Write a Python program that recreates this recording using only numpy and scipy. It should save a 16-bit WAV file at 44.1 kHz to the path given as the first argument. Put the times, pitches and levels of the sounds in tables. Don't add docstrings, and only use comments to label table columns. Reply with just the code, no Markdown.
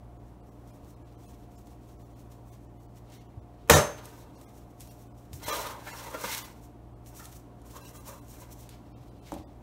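import sys
import numpy as np
from scipy import signal
from scipy.fft import rfft, irfft, next_fast_len
from scipy.io import wavfile
from scipy.ndimage import uniform_filter1d

SR = 44100
rng = np.random.default_rng(int(sys.argv[2]) if len(sys.argv) > 2 else 0)


def unload_audio(sound):
    columns = np.transpose(np.atleast_2d(sound))
    steps = np.round(np.clip(columns, -1, 1) * 32767)
    wavfile.write(sys.argv[1], SR, steps.astype(np.int16))


def ratio_of_db(decibels):
    return 10 ** (np.asarray(decibels, float) / 20)


N = 424241


def unit(x):
    return x / np.sqrt(np.mean(x ** 2))


def steady(x):
    return x / np.sqrt(uniform_filter1d(x ** 2, size=4000) + 1e-12)


def colour(x, points):
    hz, db = np.transpose(points)
    size = next_fast_len(len(x))
    f = np.maximum(np.arange(size // 2 + 1) * SR / size, 1)
    gain = ratio_of_db(np.interp(np.log(f), np.log(hz), db))
    return irfft(rfft(x, size) * gain, size)[:len(x)]


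def band(x, lo_hz, hi_hz):
    sos = signal.butter(2, [lo_hz, min(hi_hz, 20000)], "band", fs=SR, output="sos")
    return signal.sosfilt(sos, x)


def ring(x, modes):
    out = np.zeros(N)
    live = np.flatnonzero(abs(x) > 1e-7)
    span = slice(live[0], live[-1] + SR)
    for hz, db, t60_s in modes:
        r = np.exp(-np.log(1000) / (np.clip(t60_s, .003, .42) * SR))
        w = 2 * np.pi * hz / SR
        out[span] += signal.lfilter([ratio_of_db(db) * np.sin(w)], [1, -2 * r * np.cos(w), r * r], x[span])
    return out


def walk(rate_hz):
    knots = rng.standard_normal(1000)
    return 1.4 * np.interp(np.arange(N) * (rate_hz / SR), np.arange(len(knots)), knots)


def grit(spread_db):
    return unit(rng.standard_normal(N) * ratio_of_db(spread_db * rng.exponential(size=N)))


def burst(at_s, db, decay_s):
    marks = np.zeros(N)
    marks[(np.asarray(at_s) * SR).astype(int)] = ratio_of_db(db)
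    envelope = signal.lfilter([1], [1, -np.exp(-1 / (decay_s * SR))], marks)
    return envelope * rng.standard_normal(N)


def push(at_s, db, contact_s):
    marks = np.zeros(N)
    marks[(np.asarray(at_s) * SR).astype(int)] = ratio_of_db(db) * (-1) ** np.arange(len(db))
    shape = np.hanning(int(contact_s * SR) + 3)
    return signal.lfilter(shape / shape.sum(), [1], marks)


def strokes(rows, spread=1):
    depth_db = 20
    t = np.arange(0, N / SR, .002)
    s, db, rise_s, fall_s = np.array(rows)[:, :4, None].transpose(1, 0, 2)
    away = np.maximum((s - t) / rise_s, (t - s) / fall_s) / spread
    gain = np.sqrt(np.sum(ratio_of_db(db - depth_db * away) ** 2, axis=0))
    return np.interp(np.arange(N) / SR, t, gain)


def curves(tables):
    rows = np.concatenate(tables)
    t = np.arange(N) / SR
    hiss_db, drive_db = [np.interp(t, rows[:, 0], c, left=-110, right=-110) for c in rows.T[1:3]]
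    return hiss_db, drive_db, np.interp(t, rows[:, 0], rows[:, 3])


# (multiple, level [dB rms], lower line [dB], upper line [dB])
HUM = [(1, -55, -66, -67), (2, -53.5, -71, -80), (3, -67, -70.5, -80), (4, -75, -76, -75),
       (5, -66, -65.5, -75), (6, -71, -72, -82), (7, -75, -80, -77), (8, -74, -80, -79),
       (9, -77, -75.5, -81), (10, -73.5, -79, -78), (11, -79, -86, -85), (12, -66.5, -81, -77),
       (13, -84, -88, -85), (14, -86, -81, -88), (16, -86, -81, -88), (19, -81, -87, -86)]
# (frequency [Hz], width [Hz], level [dB rms])
CABINET = [(60, 41, -63), (308.8, 60, -66), (208.6, 18, -66), (613, 32, -69)]
# (frequency [Hz], density [dB per Hz])
AIR = [(21, -31), (35, -3.5), (123, -6), (162, -9.5), (292, -6.5), (527, -16), (646, -21.5), (716, -13.5),
       (773, -15.5), (1020, -19), (1660, -31.5), (5000, -44), (6790, -46), (14300, -48.5), (15800, -46.5)]
PISTON_HZ, WOBBLE_HZ, AIR_DB = 58.9, 11.78, -54


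def fridge():
    turn = 2 * np.pi * np.arange(N) / SR
    lines = 0
    for k, db, lower_db, upper_db in HUM:
        hz, lag = k * PISTON_HZ, 2 * np.pi * rng.random(2)
        lower = ratio_of_db(lower_db) * np.cos((hz - WOBBLE_HZ) * turn + lag[0])
        upper = ratio_of_db(upper_db) * np.cos((hz + WOBBLE_HZ) * turn + lag[1])
        pull = ratio_of_db(db) * np.cos(hz * turn + .12 * k * walk(1.5))
        lines = lines + np.sqrt(2) * ratio_of_db(walk(2)) * (lower + upper - pull)
    cabinet = 0
    for hz, w, db in CABINET:
        cabinet = cabinet + ratio_of_db(db) * unit(band(rng.standard_normal(N), hz - w / 2, hz + w / 2))
    air = ratio_of_db(AIR_DB + .7 * walk(2.6)) * unit(colour(rng.standard_normal(N), AIR))
    return lines + cabinet + air


# (time [s], peak [dB], pitch [Hz])
BUMPS = [
    (0.828, -39, 61.9),
    (3.371, -32.5, 100),
    (5.335, -30.5, 102),
    (5.35, -32, 99.6),
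    (5.449, -35.5, 110),
    (6.14, -39, 287),
    (6.242, -37.5, 202),
    (9.001, -39, 126.4),
    (9.39, -36, 70.0),
]


def bumps():
    out = np.zeros(N)
    t = np.arange(int(.15 * SR)) / SR
    envelope = (t / 0.011) * np.exp(1 - t / 0.0082)
    for s, db, hz in BUMPS:
        i = int(s * SR)
        out[i:i + len(t)] += ratio_of_db(db) * np.sin(2 * np.pi * hz * t) * envelope
    return out


# (time [s], level [dB])
BOARD = [
    (9.329, -33),
    (9.342, -38),
    (9.365, -38),
    (9.399, -45),
]
# (frequency [Hz], level [dB], t60 [s])
BOARD_MODES = [(195, -18, 0.089), (248, -11.5, 0.19), (315.5, 5, 0.097), (420, -1, 0.022), (594, 1, 0.076),
               (726, -11, 0.072), (797, 12, 0.013), (912, -12, .1), (1184, -29, .06)]


def board():
    s, db = np.transpose(BOARD)
    edge = band(push([9.3205], [-35], 0.00046), 470, 3000)
    return ring(edge + push(s, db - 3, 0.0012), BOARD_MODES)


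# (peak time [s], peak [dB], rise [s], fall [s])
ROLLS = [(.29, -74, .18, .05), (.47, -71.5, .02, 0.25), (.68, -70.5, 0.063, 0.23), (.75, -74, .1, .04),
         (.91, -64.5, 0.07, 0.073), (1.26, -62.5, 0.091, 0.22), (1.52, -64, 0.019, 0.041),
         (1.59, -63, 0.056, .05), (1.67, -66.5, .02, 0.14), (1.72, -71, 0.11, 0.055),
         (1.92, -65, .16, .045), (2.0, -68.5, .02, 0.2), (2.2, -65.5, 0.063, 0.1),
         (2.32, -59, 0.023, 0.062), (2.5, -72, 0.07, 0.13), (2.54, -65, .1, 0.05), (2.65, -69, .06, .025),
         (2.82, -69, 0.082, .14), (2.97, -64, 0.035, 0.045)]
# (peak time [s], peak [dB], rise [s], fall [s])
NUDGES = [(4.06, -55, 0.057, 0.043), (4.2, -58, 0.17, 0.045), (4.44, -66, 0.38, .07),
          (4.58, -63, 0.18, 0.076), (4.812, -54.5, .03, 0.16), (5.04, -62.5, 0.43, 0.042),
          (5.18, -65, 0.056, .19), (5.34, -49, 0.015, 0.1), (6.64, -56.5, 0.046, 0.046),
          (7.07, -54.5, 0.023, 0.072), (7.17, -50.5, .05, 0.16), (7.26, -54.5, 0.11, 0.037),
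          (7.37, -55.5, 0.22, 0.048), (7.67, -63, .04, .2), (7.77, -50, 0.09, 0.026),
          (7.89, -53.5, 0.17, 0.041), (7.97, -51, .06, 0.061), (8.08, -49, 0.039, 0.14),
          (8.3, -55.5, 0.071, 0.16), (8.41, -53, 0.18, 0.059), (8.53, -47, 0.033, 0.025),
          (8.62, -57.5, 0.18, 0.083)]
# (peak time [s], peak [dB], rise [s], fall [s])
GRIPS = [
    (1.08, -73.5, 0.061, 0.094),
    (3.14, -62, 0.064, .11),
    (3.93, -63.5, .28, 0.34),
    (8.7, -64.5, 0.051, 0.12),
    (9.08, -73, .4, 0.052),
    (9.27, -60.5, 0.0396, .2),
    (9.35, -64.5, 0.21, 0.056),
]
# (time [s], speed as hiss [dB], pressure as drive [dB], favoured mode [Hz])
SLIDES = [
    [(5.4, -74, -66, 1340), (5.43, -51.5, -51, 1230), (5.478, -42.5, -42, 1050), (5.498, -36.5, -31.5, 930),
     (5.55, -39, -32, 970), (5.7, -49.5, -38.5, 1040), (5.77, -61, -44.5, 1050), (5.82, -62, -49, 975)],
    [(5.858, -52.5, -49, 1470), (5.876, -53.5, -39.5, 1530), (5.95, -50.5, -44, 995),
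     (5.99, -49, -43, 1010), (6.1, -53.5, -40.5, 1010), (6.178, -48.5, -41.5, 1160),
     (6.232, -47.5, -48, 1050)],
    [(6.242, -41.5, -29, 1030), (6.262, -40.5, -42.5, 956), (6.32, -41, -39.5, 1800),
     (6.37, -40.5, -45.5, 1500), (6.402, -45, -45.5, 1155), (6.464, -55.5, -52.5, 1370),
     (6.55, -74, -76, 1100), (6.6, -79, -84, 960)],
]
# (frequency [Hz], density [dB per Hz])
SKIN = [(2350, -32.5), (4000, -8), (4190, -7.5), (4840, -8.5), (5610, 1.5), (9750, -3.5), (10600, -5),
        (13200, -1.5), (15800, -1.5)]
REST_DB = -89.5
SOFT_ROLL_DB, SOFT_NUDGE_DB, SOFT_GRIP_DB, SOFT_SLIDE_DB = -8, -11, 1.5, -2.5
SOFT_SPREAD = 1.3


def rubbing():
    slide = ratio_of_db(curves(SLIDES)[0])
    hiss = ratio_of_db(REST_DB) + slide
    soft = ratio_of_db(REST_DB) + ratio_of_db(SOFT_SLIDE_DB) * slide
    for rows, soft_db in ((ROLLS, SOFT_ROLL_DB), (NUDGES, SOFT_NUDGE_DB), (GRIPS, SOFT_GRIP_DB)):
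        hiss = hiss + strokes(rows)
        soft = soft + ratio_of_db(soft_db) * strokes(rows, SOFT_SPREAD)
    uneven = ratio_of_db(1.9 * walk(55))
    bright_noise = unit(colour(np.clip(grit(2.8), -9, 9), SKIN))
    soft_noise = ratio_of_db(1.5 * walk(30)) * unit(band(grit(1.5), 1500, 5000))
    return uneven * (hiss * bright_noise + soft * soft_noise)


# (frequency [Hz], width [Hz], level [dB])
TRAY = [(461, 7.4, -11), (559.6, 32, -7), (624.4, 46, 2), (793, 40, -1), (891, 33, -0.5), (935, 47, 3),
        (1050, 37, -2), (1193, 53, -6.5), (1395, 40, -6), (1500, 42, -8.5), (1556, 60, -15),
        (1765, 38, -10), (1980, 48, -7), (2133, 40, -8), (2330, 80, -9.5), (2650, 80, -10), (3274, 60, -10),
        (3600, 60, -11), (4000, 39, -7.5), (4700, 55, -12), (5200, 40, -7.5)]


def tray(force, favoured_hz):
    out, place = 0, np.log2(favoured_hz)
    for hz, w, db in TRAY:
        octaves_off = np.minimum(abs(np.log2(hz) - place), 1)
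        reach_db = 3.4 * walk(14) - 9.5 * octaves_off * (hz > 800)
        out = out + ring(force * ratio_of_db(reach_db), [(hz, db + 10 * np.log10(w / SR), 1.97 / w)])
    return out


# (time [s], crack peak [dB], tap peak [dB])
TICKS = [(0.6746, -49, -60.5), (0.8469, -55, -66), (1.235, -56, -66), (1.5104, -58, -70),
         (1.5787, -53, -68), (1.6711, -46, -52), (2.1943, -57, -68), (2.9596, -56, -68), (3.1222, -49, -66),
         (2.318, -52, -61), (3.1008, -49, -63), (4.0558, -37.5, -48), (4.4134, -40, -52), (4.8, -42, -68),
         (4.8064, -32, -62), (4.817, -43.5, -66), (4.828, -51, -66), (4.874, -41, -63), (5.332, -30, -50),
         (5.4294, -40, -38), (5.4655, -42, -46), (5.532, -30, -38.5), (5.568, -29, -40), (5.8528, -46, -50),
         (6.1097, -42, -50), (5.4827, -28, -23), (5.7934, -55, -38.5), (6.2394, -29, -30),
         (6.3486, -20.5, -38), (7.0614, -42, -70.5), (7.1501, -42, -66), (7.2295, -44, -66),
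         (7.2425, -37, -66), (7.2553, -33.5, -66), (7.6171, -47.5, -67), (7.665, -50, -66),
         (7.759, -45, -55), (7.892, -38, -52.5), (8.283, -47, -64), (8.514, -49, -60), (8.6093, -49, -64),
         (8.6918, -34.5, -54), (9.3199, -34, -43), (9.3405, -36, -51)]


def ticks():
    s, crack_db, tap_db = np.transpose(TICKS)
    crack_and_rustle = burst(s, crack_db - 4.5, 0.0005) + burst(s, crack_db - 14.5, 0.0073)
    click = band(push(s, crack_db + 9, .00006), 1600, 13000)
    tap = ring(push(s, tap_db - 13, 0.0002), [(hz, db, 5.3 / w) for hz, w, db in TRAY])
    return band(crack_and_rustle, 2400, 13000) + click + tap


# (peak time [s], peak [dB], rise [s], fall [s], frequency [Hz])
SINGING = [(5.53, -41, .08, 0.18, 3980), (5.52, -46.5, 0.044, .12, 3270), (5.5, -38, .02, 0.25, 920),
           (5.52, -40.5, .06, 0.33, 640), (5.885, -43, .03, 0.083, 1700), (5.98, -52, .05, .06, 5600),
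           (6.07, -45, .12, .1, 931), (6.12, -51, .03, .15, 3310), (6.13, -47, .08, .08, 1090),
           (6.17, -48, .1, .08, 1420), (6.17, -40.5, .06, .1, 470), (6.25, -39.5, .03, 0.26, 940),
           (6.245, -43, .02, .05, 1450), (6.33, -39.5, 0.15, .06, 2120), (6.29, -48, .04, .05, 5420),
           (7.2, -46.5, .015, .08, 1316), (7.205, -51.5, .015, 0.047, 1800), (7.765, -55, .02, .04, 6800),
           (7.77, -60, 0.036, 0.036, 3270), (7.765, -45, .05, .06, 1050), (7.87, -61, .12, .1, 2750),
           (7.825, -62.5, 0.032, 0.083, 4000), (8.1, -47.5, .08, .12, 1060), (1.24, -69, .02, .06, 3400)]
SINGING_T60_S, SINGING_DB = .028, -5


def singing():
    force, out = np.clip(grit(2.8), -5, 5), np.zeros(N)
    half_width_hz = 2 / SINGING_T60_S
    for row in SINGING:
        s, hz = row[0], row[4]
        span = slice(int((s - .4) * SR), int((s + .6) * SR))
        tone = band(force[span], hz - half_width_hz, hz + half_width_hz)
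        out[span] += ratio_of_db(SINGING_DB) * unit(tone) * strokes([row])[span]
    return out


# (time [s], crack [dB], ring [dB], boom [dB], favoured mode [Hz])
KNOCK = [
    (3.676, -50, -58.5, -66.5, 900),
    (3.688, -44, -60, -66, 900),
    (3.6972, -10, -24, -33, 948),
    (3.699, -6, -25, -33, 950),
    (3.709, -23, -14.5, -18, 980),
    (3.717, -24, -16, -22, 449.6),
    (3.735, -17, -19, -18.5, 1220),
    (3.751, -19.5, -18, -20, 560),
    (3.768, -19.5, -17, -24.5, 520),
    (3.779, -28, -18, -30, 601.4),
]
# (frequency [Hz], level [dB], t60 [s])
KNOCK_MODES = [(355.0, -13, 0.3), (447, 0, 0.14), (542, -9, 0.28), (576, -3, 0.22), (617, -3, 0.24),
               (760, -16.0, 0.32), (873, -7, 0.2), (911, -13.0, 0.32), (995, -5, 0.32), (1221, -4, 0.2),
               (1534, -13.5, 0.27), (408.5, -8, 0.2), (700, -13.5, 0.23), (787, -12, 0.34), (931, -7, 0.27),
               (1100, -10, 0.27)]
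# (frequency [Hz], level [dB], t60 [s])
RIM_MODES = [(1670, -7.5, 0.087), (2150, -4.5, 0.06), (1900, -11.5, 0.26), (2519, -8.5, 0.1),
             (3540, -13, 0.18), (3849, -9, 0.26), (4220, -16, 0.3), (5144, -4, 0.06), (5480, -6.5, 0.16),
             (6094, 0, 0.12), (6310, -10.5, 0.66), (6638, -2.5, 0.2)]
# (frequency [Hz], level [dB], t60 [s])
BOOM_MODES = [(83.05, 2.5, 0.097), (110, -0.5, 0.092), (141, 3, 0.13), (189, -9.5, 0.055), (256, -14, 0.05)]
# (frequency [Hz], density [dB per Hz])
CRACK = [(120, -38), (200, -16), (366, -8), (455, -1.5), (656, -5), (1200, -7.5), (2540, -13), (2730, -15),
         (4730, -19.5), (6000, -15.5), (15800, -30)]
SPOT_DB_PER_OCTAVE = -9


def knock():
    s, crack_db, ring_db, boom_db, spot_hz = np.transpose(KNOCK)
    rattle = burst(s, crack_db + 6, 0.0034) + burst(s, crack_db - 4, 0.034)
    crack = colour(rattle, np.add(CRACK, [0, 8]))
    paper_snap = ratio_of_db(-14) * band(burst(s, crack_db + 6, 0.0051), 9900, 16000)
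    sheet = ratio_of_db(-11) * ring(burst(s, ring_db - 21, .002), RIM_MODES)
    for mode in KNOCK_MODES:
        octaves_off = np.minimum(abs(np.log2(mode[0] / spot_hz)), 1)
        sheet = sheet + ring(push(s, ring_db - 5 + SPOT_DB_PER_OCTAVE * octaves_off, .0002), [mode])
    boom = band(ring(push(s, boom_db, 0.0042), BOOM_MODES), 89, 400)
    return crack + paper_snap + sheet + boom


# (peak time [s], peak [dB], rise [s], fall [s], favoured mode [Hz])
PRESSES = [(3.98, -48.5, 0.035, 0.64, 1100), (4.07, -62, .1, 0.18, 1018), (4.25, -79, .06, .2, 920),
           (6.15, -43.5, 0.014, 0.096, 560), (7.14, -57, 0.11, .3, 1100), (7.2, -52, .015, 0.19, 1400),
           (7.272, -66, .2, .09, 1130), (7.65, -58, .04, .4, 1020), (7.764, -44.5, .05, 0.054, 1050),
           (7.82, -54.5, .05, .4, 1000), (7.954, -47.5, .015, .075, 970), (8.03, -59, .2, .2, 1070),
           (8.092, -43, .05, .13, 1050), (8.418, -50, .135, 0.13, 983), (8.7, -62, .02, .3, 1300)]
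LOW_PRESS_DB, LOW_SLIDE_DB = -3, -3
LOW_DB_PER_OCTAVE = -11.5


def low_weight(favoured_hz):
    return ratio_of_db(LOW_DB_PER_OCTAVE * np.log2(favoured_hz / 1000))


def dragging():
    _, slide_db, slide_hz = curves(SLIDES)
    slide, press = ratio_of_db(slide_db), strokes(PRESSES)
    press_hz = np.interp(np.arange(N) / SR, *np.transpose(PRESSES)[[0, 4]])
    favoured_hz = np.where(slide > press, slide_hz, press_hz)
    low_slide = ratio_of_db(LOW_SLIDE_DB) * slide * (slide / ratio_of_db(-32)) ** .4 * low_weight(slide_hz)
    low_press = ratio_of_db(LOW_PRESS_DB) * press * low_weight(press_hz)
    force = np.clip(grit(3.1), -5, 5) * ratio_of_db(2.5 * walk(60)) * (slide + press > ratio_of_db(-110))
    sheet = tray(force, favoured_hz) + ratio_of_db(-30) * force
    high_part = (slide + press) * steady(band(sheet, 800, 4000))
    low_part = (low_slide + low_press) * steady(band(sheet, 380, 819.5))
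    return ratio_of_db(-2) * (high_part + low_part)


ROOM_T60_S, ROOM_DB = 0.42, -12.5


def room(x):
    t = np.arange(int(.8 * SR)) / SR
    noise = rng.standard_normal((2, len(t))) * (1 - np.exp(-t / 0.0037))
    low = band(noise[0], 86, 2500) * ratio_of_db(-60 * t / ROOM_T60_S)
    high = band(noise[1], 2800, 16000) * ratio_of_db(-60 * t / (0.9 * ROOM_T60_S))
    tail = low + ratio_of_db(-5.5) * high
    return x + ratio_of_db(ROOM_DB) * signal.fftconvolve(x, tail / np.sqrt(np.sum(tail ** 2)))[:N]


def scene():
    hands = rubbing() + ticks() + bumps()
    metal = dragging() + knock() + singing()
    mono = room(hands + metal + board()) + fridge()
    return np.array([mono, mono])


# (frequency [Hz], gain [dB])
MIC = [(20, -21.5), (42, -0.5), (4400, 0), (4800, -0.5), (5300, 0.5), (10000, 2.5), (10500, -2.5),
       (11000, 3), (15750, -1), (15900, -72)]


def microphone(x):
    return np.tanh(0.59 * colour(x, MIC)) / 0.61


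THIN_MILD = [.186, .42, .506, .954, 1.039, 1.167, 2.874, 3.407, 5.135, 6.948, 8.932, 8.954, 9.103, 9.21,
             9.444, 9.466]
# (time [s], twice the number of spectral lines kept)
THIN_DEEP = [(.719, 22), (1.274, 12), (1.572, 8), (1.978, 33), (2.042, 22), (2.148, 15), (2.511, 29),
             (2.682, 21), (2.788, 19), (3.194, 24), (3.279, 23), (3.748, 58), (4.367, 25), (4.452, 13.4),
             (4.474, 24), (4.9, 19), (5.092, 25), (5.455, 16), (5.519, 34), (5.924, 24), (6.436, 20.5),
             (7.823, 33), (7.866, 38), (7.994, 36), (8.207, 8.6)]
FRAME, FRAME_STEP, FRAME_START = 941, 940.8, 659.9
MILD_HZ, MILD_LINES, DEEP_HZ = 1400, 11, 1152


def thin_treble(x, kept_db=7.0):
    n, k = np.arange(2 * FRAME), np.arange(FRAME)
    window = np.sin(np.pi * (n + .5) / (2 * FRAME))
    basis = window * np.cos(np.pi / FRAME * np.outer(k + .5, n + .5 + FRAME / 2))
    frames = [(s, MILD_HZ, MILD_LINES) for s in THIN_MILD] + [(s, DEEP_HZ, c) for s, c in THIN_DEEP]
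    out = x.copy()
    for s, hz, count in frames:
        centre = int(round((s * SR - FRAME_START) / FRAME_STEP) * FRAME_STEP + FRAME_START)
        span = slice(centre - FRAME, centre + FRAME)
        lines = basis @ x[span]
        around = uniform_filter1d(abs(lines), size=30) + 1e-9
        height = abs(lines) / around * (k + 1.) ** -.12
        height[k > .72 * FRAME] = 0
        low = k < hz * 2 * FRAME / SR
        threshold = np.sort(height[~low])[-max(int(count / 2), 1)]
        gain = np.where(height >= threshold, ratio_of_db(kept_db), 0)
        out[span] += (lines * np.where(low, 0, gain - 1)) @ basis * 2 / FRAME
    return out


def band_limit(x):
    return signal.sosfilt(signal.butter(12, 16580, fs=SR, output="sos"), x)


def record(dry):
    mono = thin_treble(microphone(dry[0]))
    return band_limit(np.array([mono, mono]))


dry = scene()
out = record(dry)
unload_audio(out)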